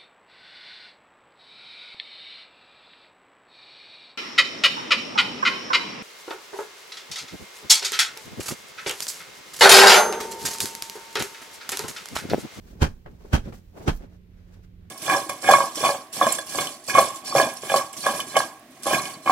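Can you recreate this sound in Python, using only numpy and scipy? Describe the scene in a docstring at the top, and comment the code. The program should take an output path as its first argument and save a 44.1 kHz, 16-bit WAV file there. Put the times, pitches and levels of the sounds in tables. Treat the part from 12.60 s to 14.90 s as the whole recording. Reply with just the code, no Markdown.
"""A low room hum and faint hiss run throughout, the hum growing after the last shake, with a soft noise rub.
In this small bedroom a cloth cover is shaken three times: noise whooshes, and volleys of snaps crack as it pulls taut.
Each shake shoves a thump of air at the listener: a pressure pulse with ringing room modes and a draught.
Noise swishes and pats fill the gaps; decaying sines flop before the third shake,
and bright noise ticks crinkle after it."""
import sys
import numpy as np
from scipy import signal
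from scipy.fft import rfft, irfft, next_fast_len
from scipy.io import wavfile
from scipy.ndimage import map_coordinates

SR = 44100
rng = np.random.default_rng(int(sys.argv[2]) if len(sys.argv) > 2 else 0)


def inscribe(sig):
    """Save sig as 16-bit PCM at rate SR to the path in sys.argv[1].

    A 1-D sig is mono; a 2-D sig holds one channel per row.
    Samples are clipped to [-1, 1] before scaling.
    """
    pcm = np.round(np.clip(np.atleast_2d(sig).T, -1, 1) * 32767)
    wavfile.write(sys.argv[1], SR, pcm.astype(np.int16))


N = 101430

# All spectra are relative: the noise made from them is scaled to rms 1.
# Left-right correlation of all noise: pitch_hz, likeness (-1 to 1)
STEREO_LIKENESS = [(60, 0.98), (130, .88), (290, 0.42), (640, 0.06), (1400, -0.18), (3000, -0.011),
                   (7000, -0.17), (15000, 0.022)]

# Room air: pitch_hz, level_db (per Hz)
AIR_SPECTRUM = [(12, -26), (22, -5.5), (60, -0.5), (95, -6), (145, -14.5), (240, -17), (300, -21.5),
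                (400, -23), (800, -39), (1390, -40.5), (2000, -38.5), (4000, -44.5), (9000, -57.5),
                (15700, -66)]
# Thin steady hiss: pitch_hz, level_db (per Hz)
FIZZ_SPECTRUM = [(8000, -16), (12500, -8), (13800, -6), (14200, 1), (14600, -7), (15800, -10)]
# Hum tones: pitch_hz, first_db (rms), later_db (rms), before the stereo lean
HUM_TONES = [(93, -60, -56), (178.2, -63.5, -57)]
AIR_DB, FIZZ_DB = -50.5, -80  # rms before the stereo lean
HUM_SWELL_START_S, HUM_SWELL_END_S = 1.33, 1.5

# Faint rub of the held cloth over time: start_s, level_db
RUB_LEVELS = [(0, -62.5), (.55, -72), (1.1, -67.5), (1.451, -83.5), (1.601, -91), (2.3, -82)]
# Tone of that rub: pitch_hz, level_db (per Hz)
RUB_SPECTRUM = [(500, 9.5), (2000, -3), (6000, -2.5), (10000, -10), (15000, -2)]
# Swishes of moving fabric:
# peak_s, rise_s, fall_s (bell widths), swoosh_db, centre_hz, hiss_db, treble_db (at 10 kHz and up)
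SWISHES = [(.09, 0.034, 0.033, -50, 293, -57.5, 3), (.16, 0.023, 0.036, -50.5, 220, -67, -7),
           (.52, 0.041, 0.035, -48, 172, -69.5, 1), (0.658, .05, 0.13, -51.5, 258, -60.5, 1.5),
           (0.882, 0.028, 0.018, -38.5, 225, -52.5, -8), (0.943, 0.022, 0.039, -45, 137, -57, 6),
           (1.186, 0.025, 0.027, -41.5, 427, -59, 7), (1.225, 0.015, 0.025, -45.5, 376, -54.5, 4),
           (1.35, .03, 0.036, -54, 248, -58, 11.5), (1.418, 0.018, 0.042, -48.5, 312, -62, -7.5),
           (1.545, 0.026, 0.02, -58, 280, -65, -2), (1.80, 0.05, 0.038, -64, 297, -68, -8),
           (1.941, 0.059, 0.048, -57.5, 327, -66.5, -1.5), (2.039, 0.0092, 0.016, -73, 250, -64, -1.5),
           (2.28, 0.059, .035, -58.5, 170, -72.5, -18)]
# Low swoosh of pushed air: multiple of centre_hz (ratio), level_db
SWOOSH_SHAPE = [(.12, -14), (.4, -1), (1, -1), (1.7, -5.5), (3, -17), (6.5, -27.5), (17, -56)]
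# Hiss of rubbing weave: pitch_hz, level_db (per Hz)
HISS_SPECTRUM = [(200, -3.5), (700, -9), (1500, 2.5), (3000, -4), (6000, -5), (10000, -14), (15000, -12.5)]

# Decay time of the room: pitch_hz, t60_s
ROOM_T60 = [(100, 0.39), (500, 0.32), (3000, .24), (14000, 0.4)]
ROOM_DB = -18.5  # gain into the room tail
WALLS_DB, WALL_SPAN_S = -11, 0.016  # early copies: level before their low cut, latest delay

# Shakes: crack_s, crack_db, flutter_s, treble_db (scaled by pitch in cracks),
# thump_db, thump_delay_s, suction_width_s, push_lag_s
SHAKES = [(0.22, -19.5, 0.018, 0.5, 4, 0.0066, 0.0023, -.0006),
          (.7355, -20.5, 0.018, -0.5, 1, .0045, 0.0019, .0008),
          (1.2798, -19.5, 0.0063, -5.5, -7, 0.00455, 0.0011, .002)]
# Cloth snapping taut: pitch_hz, level_db (per Hz)
CRACK_SPECTRUM = [(110, -47), (180, -10), (310, -6.5), (467, -10.5), (679, -15), (774, -13.5), (834, -13),
                  (1040, -18), (1210, -17.5), (1640, -13.5), (1940, -23), (2520, -20.5), (2810, -24.5),
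                  (3270, -19.5), (3520, -32), (3730, -25.5), (4930, -30), (6410, -30), (7580, -35),
                  (12600, -42.5), (15700, -42.5)]
# Air round the cloth: pitch_hz, level_db (per Hz)
WHOOSH_SPECTRUM = [(60, -41), (130, 11), (400, 1), (800, -4), (2000, -20.5), (6000, -18.5), (15000, -38.5)]
CRACK_RISE_DB_PER_S, CRACK_FALL_DB_PER_S, CRACK_DROOP_DB_PER_S = 2014, 536, 111
WHOOSH_DB, WHOOSH_RISE_DB_PER_S, WHOOSH_FALL_DB_PER_S = -4, 798, 425  # level relative to crack_db
SNAPS_PER_S, SNAP_DB, SNAP_DECAY_S = 260, -1.5, 0.00069  # single folds within a crack
CLUMP_DB, CLUMP_KNOTS_PER_S = 1.76, 220  # the snaps bunch as the edge flutters

# Wall and room modes rung by each thump: pitch_hz, level_db (relative to thump_db), t60_s
ROOM_MODES = [(59, -28, 0.22), (91.1, -27.5, 0.23), (143.9, -22.5, .14), (231.3, -29.5, 0.2),
              (290.3, -35.5, 0.18)]
# Air that rolls on after the thump: pitch_hz, level_db (per Hz)
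DRAUGHT_SPECTRUM = [(8, -44.5), (25, 2), (45, -6), (90, -21.5), (200, -21), (600, -71)]
PUSH_WIDTH_S = 0.0032  # the broad push of air round the sharp suction
DRAUGHT_DB, DRAUGHT_DELAY_S, DRAUGHT_WIDTH_S = -34, 0.035, 0.071
ECHO_S, ECHO_DB, ECHO_EDGE_HZ = 0.01414, -6, 450  # the far wall returns the bass

# Soft pats of hands and cloth: start_s, level_db, treble_edge_hz
PATS = [(0.462, -36, 2430), (.607, -46, 1480), (0.65, -40, 905), (.926, -38, 4500), (1.152, -51, 990),
        (1.267, -29.5, 1100), (1.408, -46.5, 700)]
# Tone of a pat before its treble edge: pitch_hz, level_db (per Hz)
PAT_SPECTRUM = [(40, 10), (200, -14.5), (400, 3), (800, -6.5), (1800, -12.5), (5000, -26), (15000, -24.5)]
PAT_RISE_DB_PER_S, PAT_FALL_DB_PER_S = 4000, 479

# Bumps as the hanging cloth flops down: start_s, level_db
FLOPS = [(.860, -35.5), (0.876, -35), (0.886, -32.5)]
# Tones in each bump: pitch_hz, level_db (relative to the bump)
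FLOP_MODES = [(240, -0.5), (530, -10)]
FLOP_FALL_DB_PER_S = 750

# Crinkles of the settling cloth: start_s, level_db
CRINKLES = [(1.351, -49.5), (1.363, -50.5), (1.375, -50.5)]
# Tone of a crinkle: pitch_hz, level_db (per Hz)
CRINKLE_SPECTRUM = [(1000, -25), (5000, -8.5), (9000, -13), (14000, -5)]
CRINKLE_FALL_DB_PER_S = 2196

# Left gain; the right gets the opposite. The background lean is scaled by pitch.
THUMP_PAN_DB, CLOTH_PAN_DB, BACKGROUND_PAN_DB = -2.05, -0.22, -2.5
TOP_HZ = 15900


def amp(db):
    """Decibels to gain."""
    return 10 ** (np.asarray(db) / 20)


def unit(x):
    """Scaled to rms 1."""
    return x / np.sqrt(np.mean(x ** 2) + 1e-20)


def clock():
    """Time of each sample in seconds."""
    return np.arange(N) / SR


def along(points, hz):
    """Reads a curve of (Hz, value) points on a log frequency axis."""
    f, v = np.transpose(points)
    return np.interp(np.log(hz + 1), np.log(f + 1), v)


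def wobble(rate):
    """A smooth random curve with rate knots a second."""
    knots = rng.standard_normal(8192)
    return map_coordinates(knots, [clock() * rate], mode="wrap")


def filtered(x, response):
    """Shapes x by a response over frequency."""
    size = next_fast_len(N + SR // 2)
    hz = np.fft.rfftfreq(size, 1 / SR)
    return irfft(rfft(x, size) * response(hz), size)[..., :N]


def rush(spectrum, grain_db=0, grain_rate=500):
    """Stereo noise of rms 1; grain breaks it into tiny spurts, as folds slip and snap."""
    pair = rng.standard_normal((2, N)) * amp(grain_db * wobble(grain_rate))

    def mid_side_gains(hz):
        """The mid-side balance sets the left-right correlation."""
        turn = np.arccos(np.clip(along(STEREO_LIKENESS, hz), -1, 1)) / 2
        return amp(along(spectrum, hz)) * [np.cos(turn), np.sin(turn)]

    mid, side = filtered(pair, mid_side_gains)
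    return unit(np.array([mid + side, mid - side]))


def burst(s, rise, fall, hold=0, droop=0):
    """Attack up to s, drooping hold and release, with slopes in dB a second."""
    t = clock() - s
    attack_db = rise * np.minimum(t, 0)
    droop_db = droop * np.clip(t, 0, hold)
    release_db = fall * np.maximum(t - hold, 0)
    return amp(attack_db - droop_db - release_db)


def swell(s, rise, fall):
    """A rounded bell that peaks at s, with its widths in seconds."""
    t = clock() - s
    return np.exp(-0.5 * (t / np.where(t < 0, rise, fall)) ** 2)


def panned(x, db):
    """Left raised and right lowered by db."""
    return x * amp([[db], [-db]])


def background():
    """Room air, thin hiss and an unsteady hum that grows once the shaking stops; the bass leans right."""
    floor = amp(AIR_DB) * rush(AIR_SPECTRUM) + amp(FIZZ_DB) * rush(FIZZ_SPECTRUM)
    for hz, first_db, later_db in HUM_TONES:
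        level_db = np.interp(clock(), (HUM_SWELL_START_S, HUM_SWELL_END_S), (first_db, later_db))
        phase = 2 * np.pi * hz * clock() + 0.43 * wobble(5.7)
        floor = floor + amp(level_db) * np.sqrt(2) * np.sin(phase)

    def lean(hz):
        """Opposite gains left and right, strongest in the bass."""
        pan_db = BACKGROUND_PAN_DB * along([(200, 0.97), (600, 0.14)], hz)
        return amp(np.outer([1, -1], pan_db))

    return filtered(floor, lean)


def swishes():
    """Gathered and lifted cloth: a low swoosh under the grainy hiss of rubbing weave, over a faint rub."""
    air = rush([(20, 0), (15000, 0.0077)], grain_db=2.5, grain_rate=90)
    weave = rush(HISS_SPECTRUM, grain_db=1.0, grain_rate=480) * amp(2.1 * wobble(70))
    rub_db = np.interp(clock(), *np.transpose(RUB_LEVELS))
    out = amp(rub_db) * rush(RUB_SPECTRUM, grain_db=1)
    for s, rise, fall, swoosh_db, centre_hz, hiss_db, treble_db in SWISHES:
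        swoosh_spectrum = np.multiply(SWOOSH_SHAPE, (centre_hz, 1))
        swoosh = filtered(air, lambda hz: amp(along(swoosh_spectrum, hz)))
        hiss = filtered(weave, lambda hz: amp(treble_db * along([(2000, 0), (10000, 1)], hz)))
        layers = amp(swoosh_db) * unit(swoosh) + amp(hiss_db) * unit(hiss)
        out += swell(s, rise, fall) * layers
    return out


def room(x):
    """The short tail of a furnished room: noise that decays at its own pace in each band."""
    hz, t, z = signal.stft(rng.standard_normal((2, SR // 2)), SR, nperseg=256)
    decay = np.exp(-np.log(1000) * t / along(ROOM_T60, hz)[:, None])
    tail = signal.istft(z * decay, SR, nperseg=256)[1]
    return signal.fftconvolve(x, tail / np.linalg.norm(tail[0]), axes=1)[:, :N]


def walls(x, count=8):
    """Near walls add a few quick copies, different in each channel, with their bass cut."""
    answer = np.zeros((2, SR // 10))
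    for side in answer:
        delays = (rng.uniform(0.1, 1, count) * WALL_SPAN_S * SR).astype(int)
        signs = rng.choice([-1, 1], count)
        np.add.at(side, delays, signs * amp(WALLS_DB) / np.sqrt(count))
    copies = signal.fftconvolve(x, answer, axes=1)[:, :N]
    echo = filtered(copies, lambda hz: hz ** 2 / (hz ** 2 + 250 ** 2))
    return (x + echo) / np.hypot(1, amp(WALLS_DB))


def cracks():
    """Each shake whooshes and fires a volley of snaps as the cloth pulls taut and flutters out."""
    out = np.zeros((2, N))
    for s, db, flutter, treble_db, *_ in SHAKES:
        # Random clicks, each with a short decay, lift the noise like single folds
        clicks = rng.random(N) < SNAPS_PER_S / SR
        folds = signal.lfilter([1], [1, -np.exp(-1 / (SNAP_DECAY_S * SR))], clicks)
        grain = rush([(100, 0), (15000, 0)], grain_db=1.5, grain_rate=700)
        snaps = grain * (1 + amp(SNAP_DB) * folds)

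        def colour(hz):
            """Crack tone with this shake's treble tilt."""
            tilt_db = along([(1000, 0.068), (8000, 0.84)], hz) * treble_db
            return amp(along(CRACK_SPECTRUM, hz) + tilt_db)

        clumps = amp(CLUMP_DB * wobble(CLUMP_KNOTS_PER_S))
        envelope = burst(s, CRACK_RISE_DB_PER_S, CRACK_FALL_DB_PER_S, flutter, CRACK_DROOP_DB_PER_S)
        crack = unit(filtered(snaps, colour)) * clumps * envelope
        whoosh_envelope = burst(s + flutter / 2, WHOOSH_RISE_DB_PER_S, WHOOSH_FALL_DB_PER_S)
        whoosh = rush(WHOOSH_SPECTRUM) * whoosh_envelope
        out += amp(db) * walls(crack + amp(WHOOSH_DB) * whoosh)
    return out


def thumps():
    """The reversing sheet sucks sharply inside a broad push; modes ring and a draught follows."""
    pulses, ring, draught = np.zeros((3, N))
    for s, _, _, _, db, delay, width, lag in SHAKES:
        at = s + delay
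        # The width ratio gives push and suction equal area
        push = width / PUSH_WIDTH_S * swell(at + lag, PUSH_WIDTH_S, PUSH_WIDTH_S)
        suction = swell(at, width, width)
        pulses += amp(db) * (push - suction)
        t = np.maximum(clock() - at, 0)
        for hz, level_db, t60 in ROOM_MODES:
            decay = np.exp(-np.log(1000) * t / t60)
            ring += amp(db + level_db) * np.sin(2 * np.pi * hz * t) * decay
        draught += swell(s + DRAUGHT_DELAY_S, DRAUGHT_DELAY_S / 2, DRAUGHT_WIDTH_S)

    def far_wall(hz):
        """Direct pulse plus one delayed, dulled return."""
        delayed = np.exp(-2j * np.pi * hz * ECHO_S)
        return 1 + amp(ECHO_DB) * delayed / np.hypot(1, hz / ECHO_EDGE_HZ)

    return filtered(pulses, far_wall) + ring + amp(DRAUGHT_DB) * draught * rush(DRAUGHT_SPECTRUM)


def pats():
    """Dull, short contacts of hands and folds: noise bursts with the treble rolled off."""
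    out = np.zeros((2, N))
    for s, db, edge_hz in PATS:
        noise = rush(PAT_SPECTRUM, grain_db=2)
        dull = unit(filtered(noise, lambda hz: 1 / np.hypot(1, (hz / edge_hz) ** 2)))
        out += amp(db) * burst(s, PAT_RISE_DB_PER_S, PAT_FALL_DB_PER_S) * dull
    return out


def flops():
    """Slack folds drop with short, dull bumps of decaying sines."""
    out = np.zeros(N)
    for s, db in FLOPS:
        envelope = burst(s, PAT_RISE_DB_PER_S, FLOP_FALL_DB_PER_S)
        for hz, level_db in FLOP_MODES:
            out += amp(db + level_db) * envelope * np.sin(2 * np.pi * hz * (clock() - s))
    return out


def crinkles():
    """Small bright ticks of noise as creases let go."""
    ticks = np.zeros(N)
    for s, db in CRINKLES:
        ticks += amp(db) * burst(s, 2 * CRINKLE_FALL_DB_PER_S, CRINKLE_FALL_DB_PER_S)
    return rush(CRINKLE_SPECTRUM) * ticks


def scene():
    """Cloth with its room tail, moved air and the bedroom background."""
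    cloth = swishes() + cracks() + pats() + flops() + crinkles()
    cloth_in_room = cloth + amp(ROOM_DB) * room(cloth)
    return background() + panned(cloth_in_room, CLOTH_PAN_DB) + panned(thumps(), THUMP_PAN_DB)


def record(dry):
    """Nothing is kept above the band limit."""
    return filtered(dry, lambda hz: hz < TOP_HZ)


dry = scene()
out = record(dry)
inscribe(out)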